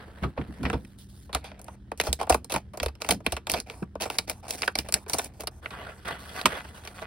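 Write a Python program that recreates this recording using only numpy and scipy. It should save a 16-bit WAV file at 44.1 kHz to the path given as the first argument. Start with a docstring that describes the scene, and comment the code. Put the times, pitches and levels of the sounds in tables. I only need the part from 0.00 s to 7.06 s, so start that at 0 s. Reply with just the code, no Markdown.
"""Cutting open a blister pack

Fingers shift on a stiff plastic pack, scissors cut its edge, then fingers slide over the flap and prise it up.
Cracks and handling knocks: noise bursts through shell modes, treble first. Bumps: dull thuds and a slow sway.
Scrapes and creaks: stick-slip noise through plastic modes; faint rustling noise patches at random moments.
Small quiet room, low rumble and hum, two close microphone ports; reverberation breaks off at the jump from
cutting to prising."""
import sys
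import numpy as np
from scipy import signal
from scipy.fft import rfft, irfft, next_fast_len
from scipy.io import wavfile
from scipy.ndimage import uniform_filter1d

SR = 44100
rng = np.random.default_rng(int(sys.argv[2]) if len(sys.argv) > 2 else 0)


def wav_out(sig):
    """Save sig, one row per channel (or a flat mono array), as 16-bit PCM at SR to the path in sys.argv[1]."""
    wavfile.write(sys.argv[1], SR, np.round(np.clip(np.atleast_2d(sig).T, -1, 1) * 32767).astype(np.int16))


N = 311346
TIME_S = np.arange(N) / SR

# room rumble spectrum: (frequency [Hz], relative density [dB])
AIR_SPECTRUM = [(15, -20.5), (30, -7), (70, 10.5), (110, 0.5), (210, -6), (350, -10.5), (750, -42.5),
                (2500, -68), (5000, -42), (15000, -51)]
# mains and fan hum: (frequency [Hz], rms before waver [dB])
HUM_TONES = [(60, -64), (119.5, -61.5), (198.5, -60)]
# fingers shift their hold, later slide over the freed flap:
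# (start [s], length [s], level [dB], hiss re level [dB])
FINGER_STROKES = [(-.02, 0.045, -46, -17.5), (0.046, 0.25, -54.5, -12.5), (0.215, 0.027, -44.5, -14.5),
                  (0.362, 0.068, -47, -18.5), (0.467, 0.16, -55.5, -8.5), (0.625, 0.09, -48.5, -9.5),
                  (0.754, 0.18, -74, 7.5), (0.976, .04, -69.5, 16.5), (1.08, 0.17, -76, 15),
                  (5.5, 0.023, -73, -18), (5.617, 0.037, -51, -11), (5.706, 0.2, -42, -16),
                  (5.97, .1, -57, -5), (6.045, .085, -35, -13.5), (6.181, 0.24, -47.5, -4),
                  (6.344, 0.058, -38, -6.5), (6.45, 0.13, -36.5, -12), (6.597, 0.1, -51.5, -6.5),
                  (6.728, 0.057, -49.5, -5.5), (6.829, 0.063, -51, -5), (6.939, 0.066, -52, -3.5)]
# sliding finger spectrum: (frequency [Hz], relative density [dB])
FINGER_SPECTRUM = [(120, 5.5), (300, -4), (450, 2), (750, 0.5), (1100, -3), (1700, 0.5), (2400, -10),
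                   (3200, -5), (4500, -9.5), (6000, -15), (8000, -14.5), (12000, -12), (15000, -18.5)]
# pack bumps and flexes in the hand: (time [s], sway [dB], dull thud [dB], nominal thud duration [s])
HAND_THUMPS = [(0.22, -31, -29.5, 0.0098), (0.236, -29, -24, 0.02), (0.383, -30, -25.5, 0.02),
               (0.482, -35, -33, 0.022), (0.588, -43, -22.5, 0.085), (0.643, -23.5, -28.5, 0.02),
               (0.74, -26, -25.5, 0.012), (1.348, -28, -37.5, .004), (2.003, -46, -38.5, .006),
               (2.087, -24, -33, .019), (2.311, -22.5, -33, 0.038), (2.547, -37.5, -26.5, 0.011),
               (2.818, -31, -37, 0.0017), (2.857, -25, -45.5, .025), (3.095, -30, -26, 0.033),
               (3.269, -39.5, -30.5, 0.0076), (3.33, -29, -35, 0.005), (3.525, -40, -32.5, 0.011),
               (3.82, -40.5, -26.5, 0.008), (4.19, -42, -40, 0.013), (4.783, -34, -35, 0.014),
               (4.942, -34.5, -44, .009), (5.131, -38.5, -30.5, 0.013), (6.447, -43, -27.5, 0.012)]
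# cracks of the plastic, and in the first second dull knocks of the handled pack: (time [s], shell ring [dB],
# crack [dB], top tick [dB],
PLASTIC_SNAPS = [(0.2338, -27.5, -33.5, -56.5, 0.0096, 1210), (0.3756, -29.5, -37.5, -78, 0.01, 510),
                 (.413, -51, -42.5, -77, 0.0044, 490), (0.6307, -34, -42, -49, 0.0075, 464),
                 (0.652, -29.5, -28, -55, 0.01, 490), (0.6998, -29, -32.5, -47.5, 0.00035, 1870),
                 (0.7296, -25.5, -37, -50.5, 0.013, 475), (0.849, -82, -53, -60, .003, 1730),
                 (1.293, -43.5, -60, -71.5, 0.0086, 736), (1.3287, -37, -35.5, -43, 0.021, 3860),
                 (1.3486, -24, -28, -28.5, 0.0011, 814), (1.442, -41, -40, -49.5, 0.022, 784),
                 (1.516, -47, -48, -76, 0.0012, 630), (1.593, -48, -57, -53.5, .003, 649),
                 (1.6154, -54, -67, -48, 0.00057, 590), (1.644, -61.5, -64, -49.5, .0004, 600),
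                 (1.682, -38, -51.5, -58, 0.0021, 980), (1.917, -27.5, -46.5, -52.5, .0025, 564),
                 (1.9756, -57.5, -55.5, -47, 0.02, 2850), (1.9998, -25.5, -22.5, -30, .001, 2540),
                 (2.012, -35, -29.5, -34, 0.0012, 650), (2.069, -26.5, -36, -38, 0.012, 660),
                 (2.1292, -35, -27, -22, 0.00037, 4060), (2.2, -33, -42.5, -51.5, .0033, 720),
                 (2.212, -24.5, -38.5, -42, .0096, 786), (2.23, -33.5, -44.5, -47, .0015, 855),
                 (2.269, -35, -54.5, -57.5, .009, 785), (2.2965, -22.5, -28, -23, .0011, 750),
                 (2.3008, -13, -31.5, -28, .0045, 686), (2.324, -25.5, -29, -39, .0019, 656),
                 (2.3443, -20.5, -30, -29.5, 0.002, 836), (2.445, -50.5, -47.5, -41.5, .0011, 4920),
                 (2.4977, -33.5, -36, -39, .025, 704), (2.521, -32, -31.5, -31, 0.0039, 490),
                 (2.5397, -25, -36.5, -32, .006, 860), (2.5612, -25.5, -31, -38.5, .0017, 816),
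                 (2.7348, -37.5, -53.5, -54, 0.011, 660), (2.773, -36, -46, -40.5, 0.0033, 450),
                 (2.8, -33.5, -31, -43, 0.0012, 510), (2.83, -26, -30.5, -33, 0.0033, 596),
                 (2.8606, -27, -33, -37.5, 0.0012, 440), (2.883, -39.5, -42.5, -51, .004, 880),
                 (2.9523, -57, -54.5, -62, .0018, 820), (3.019, -35.5, -34, -36.5, .0004, 4730),
                 (3.046, -37.5, -38.5, -47, 0.0018, 2330), (3.089, -22.5, -28, -26.5, 0.0031, 710),
                 (3.1081, -29, -21, -21, 0.0038, 4250), (3.2037, -45, -64, -66.5, 0.0043, 600),
                 (3.2641, -27, -22.5, -33.5, 0.0015, 2630), (3.3218, -30, -32.5, -30.5, 0.0057, 576),
                 (3.3662, -33.5, -34.5, -43, .0047, 2380), (3.469, -33, -35, -40, 0.0044, 555),
                 (3.4982, -35, -26.5, -26.5, 0.001, 2500), (3.517, -40.5, -37.5, -26, .0003, 6060),
                 (3.5376, -23.5, -27, -35, 0.0051, 641), (3.6013, -42, -36.5, -36, .001, 5410),
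                 (3.699, -42.5, -39, -50, .0006, 435), (3.8257, -33.5, -59.5, -60, 0.0022, 383),
                 (3.9543, -32, -54.5, -60.5, 0.00025, 615), (4.0005, -42, -42, -53, 0.0098, 960),
                 (4.021, -45, -33, -34, 0.001, 6100), (4.055, -28.5, -41, -42, 0.012, 570),
                 (4.1007, -31, -33, -37, 0.00078, 880), (4.1848, -32, -22.5, -25.5, 0.0026, 4330),
                 (4.297, -34, -33, -29, .0034, 5720), (4.5075, -46, -33.5, -28, .001, 6030),
                 (4.62, -37, -29, -36, .0018, 5200), (4.6315, -33.5, -27, -49.5, 0.0034, 2345),
                 (4.6774, -22, -22.5, -37.5, 0.0014, 1490), (4.754, -31, -26.5, -33, 0.0022, 5190),
                 (4.7876, -37.5, -23.5, -28.5, .0003, 4900), (4.887, -37.5, -40, -40.5, 0.0049, 475),
                 (4.924, -41.5, -32.5, -27, .001, 4950), (4.9404, -38, -22, -19.5, 0.0018, 5100),
                 (5.0624, -40.5, -58, -64.5, 0.0071, 440), (5.0973, -37, -36, -31.5, .0008, 6000),
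                 (5.133, -33, -25.5, -24.5, .004, 5100), (5.1408, -26.5, -42.5, -30.5, 0.0068, 700),
                 (5.184, -31, -36, -26, 0.006, 650), (5.1936, -29.5, -28.5, -47, .0014, 700),
                 (5.245, -51, -46, -39, 0.00055, 5560), (5.406, -37.5, -45.5, -38, 0.0024, 667),
                 (5.435, -39, -54, -48, 0.0033, 670), (5.4718, -34, -32, -34.5, 0.0035, 4350),
                 (5.6586, -40, -31.5, -69.5, 0.0014, 2300), (5.706, -53, -42.5, -56, 0.0034, 1160),
                 (6.081, -37.5, -44, -42.5, .0045, 1093), (6.4133, -39, -35, -43, 0.00093, 4520),
                 (6.4565, -17, -16, -23.5, .004, 1020), (6.648, -42, -48, -59, .003, 1667),
                 (6.778, -51, -50, -69, .0005, 1628), (6.851, -49.5, -45, -52, 0.00394, 418),
                 (6.874, -42.5, -39.5, -47.5, 0.0043, 1860), (7.018, -35, -47, -53, .008, 640)]
# blister shell resonances: (frequency [Hz], width [Hz], gain [dB])
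SHELL_MODES = [(462, 53, 3), (635, 76, -0.5), (750, 50, -4), (902, 70, -4), (1157, 19, -4),
               (1460, 85, -0.5), (2450, 520, 4), (5080, 93, -8)]
# cutting period: (start [s], end [s])
CUTTING_SPAN = (1.3, 5.49)
# scissor pushes through the sheet: (start [s], length [s], level [dB], hiss re level [dB])
SCISSOR_STROKES = [(1.341, .025, -34, -18), (1.403, 0.2, -55.5, -22), (1.615, .14, -61, -24),
                   (2.031, 0.047, -40.5, -1), (2.188, .045, -43, -13.5), (2.291, .055, -42, 3.5),
                   (2.521, 0.052, -34, -9), (2.815, 0.048, -49, -4), (3.002, 0.092, -45, -6.5),
                   (3.093, 0.034, -30.5, -4), (3.243, 0.11, -51, -8.5), (3.491, 0.04, -39, -1.5),
                   (3.541, 0.048, -33.5, -11), (3.662, 0.089, -49, -11), (4.005, .035, -32, -3.5),
                   (4.105, 0.06, -42, -6), (4.274, 0.044, -41, -3.5), (4.425, 0.11, -49, -10.5),
                   (4.478, 0.076, -41.5, 1), (4.571, 0.088, -48, 2.5), (4.774, 0.036, -43, -1),
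                   (4.843, 0.052, -47.5, -12.5), (4.935, 0.039, -40, -12), (5.08, 0.18, -44, 0.5),
                   (5.278, 0.077, -61.5, -17), (5.395, 0.019, -39.5, -6)]
# sliding blade spectrum: (frequency [Hz], relative density [dB])
BLADE_SPECTRUM = [(120, 3.5), (300, 5.5), (450, 5.5), (750, 8.5), (1100, -2.5), (1700, -1), (2400, -1),
                  (3200, -3.5), (4500, -3.5), (6000, -2), (8000, -3), (12000, -2.5), (15000, -7.5)]
# singing of the cut strip: (time [s], resonance gain [dB])
STRIP_GAIN = [(1.3, -4), (3.5, 2.5), (4.45, -6), (5.3, -23)]
# faint rustling patch: (low band [dB], middle band [dB], top band [dB],
# decay constant [s], negative keeps the noise steady, centre panel [Hz])
MEAN_RUSTLE = (-50, -62.5, -53.5, -2.2, 754)
# resonances of the flap held between fingers: (frequency [Hz], width [Hz], gain [dB])
FLAP_MODES = [(730, 18, -3.5), (1146, 22, 6), (1443, 89, 1), (2010, 37, 4), (2497, 61, 6),
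              (2850, 190, -5.5), (3380, 140, -1), (4570, 300, -7)]
# flap prised up and bent back: (start [s], length [s], mean slip rate [1/s], level [dB])
FLAP_CREAKS = [(6.512, .095, 240, -42.5), (6.968, .022, 160, -41), (7.013, .05, 170, -41)]
# room decay: (frequency [Hz], t60 [s])
ROOM_DECAY = [(100, 0.62), (500, 0.087), (1500, 0.13), (5000, 0.13), (14000, 0.12)]
# port phase, positive where left leads: (frequency [Hz], phase [rad])
PHASE_LEAD = [(0, 0), (1460, -0.0), (2070, 0.6), (2760, -1.0), (4050, -0.4), (5000, -0.9), (5600, 2.1),
              (7490, 3.5), (8610, 6.1), (10200, 6.5), (12100, 9.3), (13600, 9.5), (15200, 12.5),
              (16700, 12.5)]
# port likeness: (frequency [Hz], shared amplitude [0-1])
LIKENESS = [(60, 0.98), (900, 0.83), (1750, 0.097), (2400, 1), (3400, 0.2), (4400, 1), (5400, 0.22),
            (7000, 0.87), (15000, 0.89)]
# port balance: (frequency [Hz], left minus right [dB])
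BALANCE = [(60, 1), (110, -0.5), (200, 0.5), (380, -4), (700, -0.5), (1290, -1), (2380, 0.5), (4400, -5),
           (8120, 1), (15000, -1)]

# grip of a sliding stroke: (attack [s], release [s])
BLADE_GRIP, FINGER_GRIP, CREAK_GRIP = (0.0053, 0.011), (0.011, 0.032), (.012, 0.0065)
AIR_DB, REST_DB = -49.5, -69.5
SWAY_HZ, STRIP_HZ, STRIP_WIDTH_HZ = 66.7, 4800, 900
RUSTLES_PER_S, RUSTLE_SPREAD_DB = 12, 3  # rate within strokes, spread either way
EDGE_HZ = 16000


def amp(db):
    """Decibels to gain."""
    return 10 ** (np.asarray(db) / 20)


def evened(x):
    """Scales to rms 1."""
    return x / np.sqrt(np.mean(x ** 2) + 1e-20)


def read(points, hz):
    """Reads a (Hz, value) table on a log-frequency axis."""
    f, value = np.transpose(points)
    return np.interp(np.log(hz + 1), np.log(f + 1), value)


def band(x, lo_hz, hi_hz, order=3):
    """Causal band-pass."""
    edges_hz = [lo_hz, min(hi_hz, SR / 2 - 100)]
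    return signal.sosfilt(signal.butter(order, edges_hz, "band", fs=SR, output="sos"), x)


def colour(x, points):
    """Filters x by a (Hz, dB) table."""
    size = next_fast_len(N)
    gain = amp(read(points, np.fft.rfftfreq(size, 1 / SR)))
    return irfft(rfft(x, size) * gain, size)[:, :N]


def resonate(x, hz, width_hz):
    """One resonance of peak gain 1."""
    return signal.lfilter(*signal.iirpeak(hz, hz / width_hz, fs=SR), x)


def ring(x, modes):
    """A piece of plastic passes a force on and rings with its own modes."""
    return x + sum(amp(db) * resonate(x, hz, width_hz) for hz, width_hz, db in modes)


def burst(x):
    """Scales a short stereo sound to the energy of 10 ms at rms 1."""
    return x / np.sqrt(np.sum(x ** 2) / (2 * .01 * SR) + 1e-20)


def add(mix, start_s, sound):
    """Adds a stereo sound at start_s."""
    part = mix[:, max(round(start_s * SR), 0):][:, :sound.shape[1]]
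    part += sound[:, :part.shape[1]]


def background(waver=0.43, drift_rad=.5):
    """Low room rumble as coloured noise, plus hum tones of slowly wavering level and phase."""
    knots_s = np.linspace(0, TIME_S[-1], 40)
    hum = 0
    for hz, db in HUM_TONES:
        size, drift = (np.interp(TIME_S, knots_s, v) for v in rng.standard_normal((2, len(knots_s))))
        tone = np.sin(2 * np.pi * hz * TIME_S + drift_rad * drift)
        hum = hum + np.sqrt(2) * amp(db) * (1 + waver * size) * tone
    rumble = evened(colour(rng.standard_normal((2, N)), AIR_SPECTRUM))
    return amp(AIR_DB) * rumble + hum


def slips(per_s, spread_db, smooth_db, catch_s):
    """Stick-slip: a shower of tiny catches of uneven size over a smooth hiss."""
    size = amp(spread_db * np.minimum(rng.exponential(1, N), 3))
    hits = size * (rng.random(N) < per_s / SR)
    catches = signal.lfilter([1], [1, -np.exp(-1 / (catch_s * SR))], hits)
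    return evened(rng.standard_normal((2, N)) * (evened(catches) + amp(smooth_db)))


def wander(x, patchy_db=2.3):
    """As the contact point moves, different bands of the sheet answer from moment to moment."""
    z = signal.stft(x, SR, nperseg=512, noverlap=384)[2]
    patches = uniform_filter1d(rng.standard_normal(z.shape[1:]), size=7, axis=0)  # over frequency
    patches = evened(uniform_filter1d(patches, size=10, axis=1))  # over time
    return signal.istft(z * amp(patchy_db * patches), SR, nperseg=512, noverlap=384)[1][:, :N]


def stroke(start_s, length_s, attack_s, release_s):
    """Pressure of one sliding stroke: takes hold, keeps its pressure, lets go."""
    attack = np.clip((TIME_S - start_s) / attack_s, 0, 1)
    return attack * np.exp(-np.clip((TIME_S - start_s - length_s) / release_s, 0, 20))


def sliding(force, strokes, grip):
    """Plays a friction sound in strokes, each with its own pressure and share of hiss."""
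    body, hiss = evened(band(force, 150, 2500)), evened(band(force, 3600, 17500))
    pressure, sharpness = np.zeros((2, N))
    for start_s, length_s, level_db, hiss_db in strokes:
        push = amp(level_db) * stroke(start_s, length_s, *grip)
        pressure = np.maximum(pressure, push)
        sharpness = np.maximum(sharpness, push * amp(hiss_db))
    return pressure * body + sharpness * hiss


def fingers():
    """Fingertips stick and slip on the sheet; once cut free, the flap rings under them."""
    grip = slips(per_s=700, spread_db=2.8, smooth_db=-1, catch_s=.0014)
    skin = colour(wander(grip), FINGER_SPECTRUM)
    flap = ring(skin, FLAP_MODES)
    holding = [row for row in FINGER_STROKES if row[0] < CUTTING_SPAN[1]]
    prising = [row for row in FINGER_STROKES if row[0] >= CUTTING_SPAN[1]]
    resting = amp(REST_DB) * evened(band(skin, 150, 4000))  # a hand never holds quite still
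    return resting + sliding(skin, holding, FINGER_GRIP) + sliding(flap, prising, FINGER_GRIP)


def thumps(rise_s=0.0033, sway_s=0.026):
    """A soft push makes a dull thud and sets the pack swaying for a few slow cycles."""
    out, t = np.zeros((2, N)), np.arange(12000) / SR
    for start_s, sway_db, thud_db, duration_s in HAND_THUMPS:
        push = rng.standard_normal((2, len(t))) * t * np.exp(-t / (.7 * duration_s))
        sway = np.sin(2 * np.pi * SWAY_HZ * t) * (1 - np.exp(-t / rise_s)) ** 2 * np.exp(-t / sway_s)
        add(out, start_s, amp(thud_db) * burst(band(push, 105, 258, order=2)))
        add(out, start_s, amp(sway_db) * burst(np.array([sway, sway])))
    return out


def fracture(t, decay_s, tail_s, tail_db, first_db, grain_db=3.5, first_s=0.00013):
    """A sharp first break, a run of uneven smaller ones (steady if decay_s < 0), a weak flutter."""
    sizes = amp(grain_db * np.repeat(rng.standard_normal(len(t)), 24)[:len(t)])
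    first = amp(first_db) * np.exp(-t / first_s)
    run = sizes * np.exp(-t / decay_s)
    flutter = amp(tail_db) * np.exp(-t / tail_s)
    return rng.standard_normal((2, len(t))) * (first + run + flutter)


def travel(x, tilt_db_per_oct, lag_s=0.001622):
    """Bending waves slow with falling pitch: delay = lag_s * (1/sqrt(kHz) - 1/sqrt(12))."""
    khz = np.fft.rfftfreq(x.shape[1], 1 / SR) / 1000 + .02  # offset keeps the log finite
    delay_turns = 1000 * lag_s * (2 * np.sqrt(khz) - khz / np.sqrt(12))
    tilt = amp(tilt_db_per_oct * np.log2(khz))
    return irfft(rfft(x) * tilt * np.exp(-2j * np.pi * delay_turns), x.shape[1])


def rustles():
    """Rows for faint noise patches of about 90 ms, at random moments in strokes after cutting begins."""
    low_db, middle_db, top_db, decay_s, hz = MEAN_RUSTLE
    chances = rng.random((300, 4))
    rows = []
    for when, luck, size, spot in chances:
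        s, db = when * TIME_S[-1], RUSTLE_SPREAD_DB * (2 * size - 1)
        in_stroke = any(0 < s - start_s < length_s
                        for start_s, length_s, *_ in SCISSOR_STROKES + FINGER_STROKES)
        chosen = luck < RUSTLES_PER_S * TIME_S[-1] / len(chances)
        if s > CUTTING_SPAN[0] and in_stroke and chosen:
            panel_hz = hz * 2 ** (spot - .5)
            rows.append((s, low_db + db, middle_db + db, top_db + db, decay_s, panel_hz))
    return rows


def snaps_and_rustles(panel_db=9, panel_width=0.28, ring_s=0.0031,
                      patch_db=6, patch_width_hz=130, softening=0.37):
    """Breaks and rustles send bending waves through the sheet: treble arrives first, shell ring later."""
    out, t = np.zeros((2, N)), np.arange(4096) / SR
    for start_s, ring_db, crack_db, tick_db, duration_s, hz in PLASTIC_SNAPS + rustles():
        panel = [(hz, panel_width * hz, panel_db)]
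        # every spot has its own high modes
        patch = [(f, patch_width_hz, patch_db) for f in rng.uniform(1615, 13920, size=9)]
        low = ring(fracture(t, ring_s + duration_s, 0.016, -24, -16.0), SHELL_MODES + panel)
        middle = ring(fracture(t, 1.3 * duration_s, .006, -8, 7), SHELL_MODES + panel + patch)
        top = ring(fracture(t, 1.3 * duration_s, .005, -9, 7), patch)
        tilt = softening * (tick_db - crack_db + 6)  # soft contacts lose treble, hard breaks are bright
        add(out, start_s, amp(ring_db) * burst(travel(band(low, 260, 1343), 0)))
        add(out, start_s, amp(crack_db) * burst(travel(band(middle, 1246, 5290), tilt)))
        add(out, start_s, amp(tick_db) * burst(band(top, 5800, 14060, order=2)))
    return out


def blades(shell_share=0.19):
    """Blades shear the sheet by stick-slip; the shell rings and the cut strip sings."""
    shear = slips(per_s=1000, spread_db=4, smooth_db=-4, catch_s=.0009)
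    blade = colour(wander(shear), BLADE_SPECTRUM)
    blade = blade + shell_share * ring(blade, SHELL_MODES)
    strip_gain = amp(np.interp(TIME_S, *np.transpose(STRIP_GAIN)))
    blade = blade + strip_gain * resonate(blade, STRIP_HZ, STRIP_WIDTH_HZ)
    return sliding(blade, SCISSOR_STROKES, BLADE_GRIP)


def creak(jitter=.15):
    """Nearly regular slips at the fold ring the flap."""
    unsteady = evened(uniform_filter1d(rng.standard_normal(N), 300))
    warped_s, force = np.cumsum(1 + jitter * unsteady) / SR, 0
    for start_s, length_s, per_s, db in FLAP_CREAKS:
        pulses = evened(np.exp(-(per_s * warped_s % 1) / 0.01))  # decay constant 1/100 of a cycle
        force = force + amp(db) * stroke(start_s, length_s, *CREAK_GRIP) * pulses
    catches = force * rng.standard_normal((2, N))
    return np.std(catches) * evened(ring(band(catches, 620, 2100, order=2), FLAP_MODES))


def room(x, first_s=0.0037, per_s=2500):
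    """Sparse reflections from the table and walls, each band dying at its own speed."""
    size = SR // 2
    hits = rng.random((2, size)) < per_s / SR
    taps = rng.standard_normal((2, size)) * hits * (np.arange(size) > first_s * SR)
    hz, t, z = signal.stft(taps, SR, nperseg=256)
    decay = amp(-60 * t / read(ROOM_DECAY, hz)[:, None])
    tail = signal.istft(z * decay, SR, nperseg=256)[1]
    return signal.fftconvolve(x, tail / np.linalg.norm(tail[0]), axes=1)[:, :N]


def ports(x):
    """Two close ports share most sound, with phase and level differences that depend on pitch."""
    size = next_fast_len(N + 2000)
    hz, (shared, own) = np.fft.rfftfreq(size, 1 / SR), rfft(x, size)
    same = np.clip(read(LIKENESS, hz), 0, 1)
    tilt = amp(read(BALANCE, hz) / 2)  # half the difference on each side
    turn = np.exp(-1j * np.interp(hz, *np.transpose(PHASE_LEAD)))
    right = (same * shared + np.sqrt(1 - same ** 2) * own) * turn
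    return irfft(np.array([shared * tilt, right / tilt]), size)[:, :N]


def scene(room_db=-17):
    """The close pack in its room; the scene jumps from cutting to prising, so reverberation breaks off."""
    pack = fingers() + snaps_and_rustles() + blades() + creak()
    early = TIME_S < CUTTING_SPAN[1]
    reverb = room(pack * early) * early + room(pack * ~early)
    heard = pack + amp(room_db) * reverb
    return ports(heard + thumps() + background())  # thumps travel through hand and pack straight to the ports, so they stay dry


def record(dry):
    """The recorder's band limit: a linear-phase low-pass."""
    low_pass = signal.firwin(255, EDGE_HZ, window=("kaiser", 9), fs=SR)
    return signal.oaconvolve(dry, low_pass[None], "same", axes=1)


dry = scene()
out = record(dry)
wav_out(out)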